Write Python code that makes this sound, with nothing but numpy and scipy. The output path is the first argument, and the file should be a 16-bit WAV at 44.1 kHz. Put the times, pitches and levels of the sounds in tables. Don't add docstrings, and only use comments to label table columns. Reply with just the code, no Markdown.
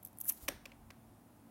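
import sys
import numpy as np
from scipy import signal
from scipy.fft import rfft, irfft, next_fast_len
from scipy.io import wavfile

SR = 44100
rng = np.random.default_rng(int(sys.argv[2]) if len(sys.argv) > 2 else 0)


def transcribe(u):
    v = np.clip(np.atleast_2d(u).T, -1, 1)
    q = np.round(v * 32767).astype(np.int16)
    wavfile.write(sys.argv[1], SR, q)


N = 66150
T = np.arange(N) / SR
N_FFT = next_fast_len(N + SR // 2)
HZ = np.fft.rfftfreq(N_FFT, 1 / SR)


def amp(db):
    return 10 ** (np.asarray(db) / 20)


def unit(x):
    return x / np.sqrt(np.mean(x ** 2) + 1e-20)


def along(points, hz):
    f, values = np.transpose(points)
    return np.interp(np.log(hz + 1), np.log(f + 1), values)


def level(points):
    return amp(np.interp(T, *np.transpose(points), left=-150, right=-150))


def swell(middle_s, half_s):
    return np.exp(-((T - middle_s) / half_s) ** 2)


def filtered(x, response):
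    return irfft(rfft(x, N_FFT) * response / np.sqrt(np.mean(abs(response) ** 2)), N_FFT)[:N]


def noise(response):
    return unit(filtered(rng.standard_normal(N), response))


def causal(db):
    cepstrum = irfft(np.log(amp(db)), N_FFT)
    cepstrum[1:N_FFT // 2] *= 2
    cepstrum[N_FFT // 2 + 1:] = 0
    return np.exp(rfft(cepstrum))


def resonances(modes):
    return sum(amp(db) * 1j * HZ * width / (f * f - HZ ** 2 + 1j * HZ * width) for f, width, db in modes)


def body(colour, modes):
    broad = causal(along(colour, HZ))
    return broad + resonances(modes) * broad / abs(broad)


def slips(per_s=7000, scatter_db=3):
    happens = rng.random(N) < per_s / SR
    direction = np.sign(rng.standard_normal(N))
    size = amp(scatter_db * rng.standard_normal(N))
    return unit(happens * direction * size + 0.21 * rng.standard_normal(N))


def contact(envelope, response):
    ring = filtered(slips() * envelope, response)
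    return ring * np.linalg.norm(envelope) / (np.linalg.norm(ring) + 1e-12)


def thud(start_s, hz, db, t60_s, rise_s):
    age = np.maximum(T - start_s, 0)
    return amp(db - 60 * age / t60_s) * np.sin(2 * np.pi * hz * age) * (1 - np.exp(-age / rise_s))


# (f/Hz, relative level/dB)
AIR_COLOUR = [(20, -40), (50, -13), (76, -17.5), (108, 1.5), (135, -8.5), (240, -3), (330, -8.5),
              (430, -16.5), (540, -16), (760, -11), (1260, -21), (1900, -27), (3000, -31.5), (4500, -35),
              (7500, -34), (9600, -30), (12000, -30.5), (16000, -31.5)]
# (f/Hz, width/Hz, relative level/dB)
ROOM_MODES = [(108, 32, 4.5), (226, 12.3, 7), (277, 43, 0.5)]
def room_tone(air_db=-62.5, modes_db=-67.5):
    air = amp(air_db) * noise(amp(along(AIR_COLOUR, HZ)))
    return air + amp(modes_db) * noise(resonances(ROOM_MODES) ** 2)


# (t/s, level/dB)
RUMBLE_LEVEL = [(0, -73), (.33, -75), (.45, -67), (.55, -58.5), (.68, -70.5), (.82, -60.5), (.95, -62),
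                (1.2, -76), (1.5, -79)]
# (f/Hz, relative level/dB)
RUMBLE_COLOUR = [(20, -38), (35, -3.5), (48, -3.5), (65, -3.5), (100, -6.5), (200, -19.5), (600, -63)]
def handling_rumble():
    return level(RUMBLE_LEVEL) * noise(amp(along(RUMBLE_COLOUR, HZ)))


# (f/Hz, t60/s)
ROOM_DECAY = [(200, 0.18), (2000, 0.38), (6000, 0.38), (14000, 0.23)]
def reverberation(x, delay_s=0.0027, frame=128):
    hz, t, (source, diffuse) = signal.stft(np.array([x, rng.standard_normal(N)]), SR, nperseg=frame)
    onset = np.clip(t / delay_s - 1, 0, 1)
    decay = amp(-60 * t / along(ROOM_DECAY, hz)[:, None]) ** 2 * onset
    decay /= decay.sum(1, keepdims=True)
    stored = signal.fftconvolve(abs(source) ** 2, decay, axes=1)[:, :len(t)]
    return signal.istft(np.sqrt(abs(stored)) * diffuse / np.std(diffuse), SR, nperseg=frame)[1][:N]


# (f/Hz, relative level/dB)
ECHO_COLOUR = [(250, 6), (1000, -1.5), (1750, 3.5), (2500, -6.5), (4000, 0), (6000, -5.5), (9000, -4.5),
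               (15000, -5)]
def room_echo(near, far, near_send_db=-15, far_send_db=-13.5):
    echo = amp(near_send_db) * reverberation(near) + amp(far_send_db) * reverberation(far)
    return filtered(echo, causal(along(ECHO_COLOUR, HZ)))


# (middle t/s, half length/s, level/dB)
SWISHES = [(0.376, 0.013, -57), (0.434, 0.031, -53)]
# (f/Hz, relative level/dB)
FEATHER_COLOUR = [(200, -3), (1000, -5.5), (2500, -12.5), (5000, -9), (9000, -5), (12000, -2), (16000, -1)]
def wings():
    strokes = sum(amp(db) * swell(s, half) for s, half, db in SWISHES)
    swish = strokes * noise(amp(along(FEATHER_COLOUR, HZ)))
    puff = thud(start_s=0.427, hz=65.4, db=-36.5, t60_s=0.071, rise_s=0.0046)
    return swish + puff


# (f/Hz, relative level/dB)
CLAW_COLOUR = [(300, -30), (1500, -28.5), (3500, -23.5), (5100, -28), (6200, -17), (8300, -14),
               (10000, -6.5), (12000, -0.5), (14000, -1.5), (16000, -15)]
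# (f/Hz, width/Hz, relative level/dB)
EDGE_MODES = [(5900, 82, -16), (6267, 180, -15.5), (7880, 74, -12.5), (9800, 110, -15), (10880, 220, 1.5),
              (11640, 140, -8), (12540, 180, -4.5), (13350, 130, -8), (15400, 390, -5.5)]
# (t/s, level/dB, tilt above 6 kHz/dB per octave)
TICKS = [(0.029, -45, -11.5), (0.0327, -36, 15), (0.05, -28.5, 11.5), (0.0523, -33.5, -1.5),
         (0.062, -42.5, -7), (0.0605, -45.5, -8.5), (.069, -48, 3), (0.0727, -40, -2), (0.075, -51, -2),
         (0.0848, -49, -2), (0.1738, -43.5, 3), (0.1864, -31, 6.5), (.1976, -47, 4), (0.207, -39.5, 5),
         (0.2128, -37, -9), (0.2123, -26.5, 6), (.221, -39, 10), (0.241, -62, 16), (0.2461, -32.5, 4),
         (0.2959, -26.5, 1), (.298, -21.5, -4), (0.3046, -32, -1), (0.3223, -28, 8)]
# (middle t/s, half length/s, level/dB)
SCRAPES = [(0.051, 0.0024, -50), (.131, 0.0016, -61), (0.2043, 0.0028, -43.5), (.213, 0.0033, -40),
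           (0.241, 0.0043, -48.5), (0.248, 0.00097, -52), (.255, 0.0025, -42.5), (0.325, 0.0011, -42)]
# (middle t/s, half length/s, level/dB, centre f/Hz)
FLEXES = [(0.213, 0.0025, -46, 8100), (0.256, 0.0059, -62.5, 1530), (0.2956, 0.0023, -40, 7260),
          (0.303, 0.013, -55.5, 2440), (.306, 0.0065, -60, 1030)]
# (t/s, level/dB)
SKID = [(.259, -57), (.264, -47), (.276, -45), (.283, -35), (.292, -28.5), (.3008, -30), (.3022, -43),
        (.307, -57), (.312, -73)]
def claws(tick_decay_s=0.00037, flex_half_width_octaves=0.48):
    edge = body(CLAW_COLOUR, EDGE_MODES)
    log_tilt = np.log(causal(np.log2(np.maximum(HZ, 6000) / 12000)))
    ticks = flex = 0
    for s, db, tilt in TICKS:
        strike = (T >= s) * np.exp(-abs(T - s) / tick_decay_s)
        ticks += amp(db) * contact(strike, edge * np.exp(tilt * log_tilt))
    scrapes = sum(amp(db) * contact(swell(s, half), edge) for s, half, db in SCRAPES)
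    for s, half, db, hz in FLEXES:
        off_centre = np.log2((HZ + 1) / hz) / flex_half_width_octaves
        band = causal(-20 * np.log10(1 + off_centre ** 4))
        flex += amp(db) * contact(swell(s, half), band)
    skid = contact(level(SKID), edge)
    return ticks + scrapes + flex + skid


# (f/Hz, width/Hz, relative level/dB)
PANEL_MODES = [(580, 90, 6), (1094, 150, 1.5), (1860, 110, -40), (2556, 240, 5.5)]
def panel_knock(start_s, length_s, colour, tilt, lift_db=0, release_s=0.00084):
    press = (T >= start_s) * np.exp(-np.maximum(T - start_s - length_s, 0) / release_s)
    treble_octaves = np.log2(np.maximum(HZ / 2500, 1))
    return contact(press, body(colour, PANEL_MODES) * causal(tilt * treble_octaves + lift_db))


# (t/s, length/s, level/dB, tilt/dB per octave, favoured f/Hz, its lift/dB)
TAPS = [(0.6552, 0.0055, -45.5, 3, 2900, 5), (0.7178, 0.0036, -54.5, 0.5, 2250, 7),
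        (0.904, 0.0059, -51.5, 2.5, 1820, 11)]
# (f/Hz, relative level/dB)
TAP_COLOUR = [(100, -28), (300, -10), (550, 5), (780, -22), (1080, 5.5), (1350, -11), (2000, 1.5),
              (2500, -3), (3300, -10), (4400, -8), (5600, -8), (8000, -16), (11000, -19.5), (16000, -19)]
def taps(lift_half_width_octaves=0.45):
    touches = 0
    for s, length, db, tilt, hz, lift_db in TAPS:
        lift = lift_db * np.exp(-(np.log2((HZ + 1) / hz) / lift_half_width_octaves) ** 2)
        touches += amp(db) * panel_knock(s, length, TAP_COLOUR, tilt, lift)
    return touches


# (t/s, length/s, level/dB, tilt/dB per octave)
CLACK_STAGES = [(0.4802, 0.0029, -35.5, -4), (0.4828, 0.0062, -29.5, 1.5)]
# (f/Hz, relative level/dB)
CLACK_COLOUR = [(100, -40), (300, -26), (560, 10.5), (800, -7.5), (1200, -2), (2600, 3), (3300, 1.5),
                (4400, -18.5), (5700, 1), (7700, -14.5), (9100, -4.5), (10600, -15.5), (13800, -2.5),
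                (16000, -11.5)]
# (f/Hz, level/dB, t60/s, rise/s)
THUMP_MODES = [(276.7, -30, 0.054, 0.0064), (529, -35.5, 0.036, 0.00096)]
def landing(thump_start_s=0.4835):
    thump = sum(thud(thump_start_s, *mode) for mode in THUMP_MODES)
    clack = sum(amp(db) * panel_knock(s, length, CLACK_COLOUR, tilt)
                for s, length, db, tilt in CLACK_STAGES)
    return thump + clack


def scene():
    near = claws()
    far = landing() + taps()
    return (near + far + room_echo(near, far) + wings() + room_tone() + handling_rumble())[None]


def record(dry, low_cut_hz=28.6, top_hz=16050):
    low_cut = signal.butter(2, low_cut_hz, "high", fs=SR, output="sos")
    spectrum = rfft(signal.sosfilt(low_cut, dry), N_FFT)
    return irfft(spectrum * (HZ < top_hz), N_FFT)[..., :N]


dry = scene()
out = record(dry)
transcribe(out)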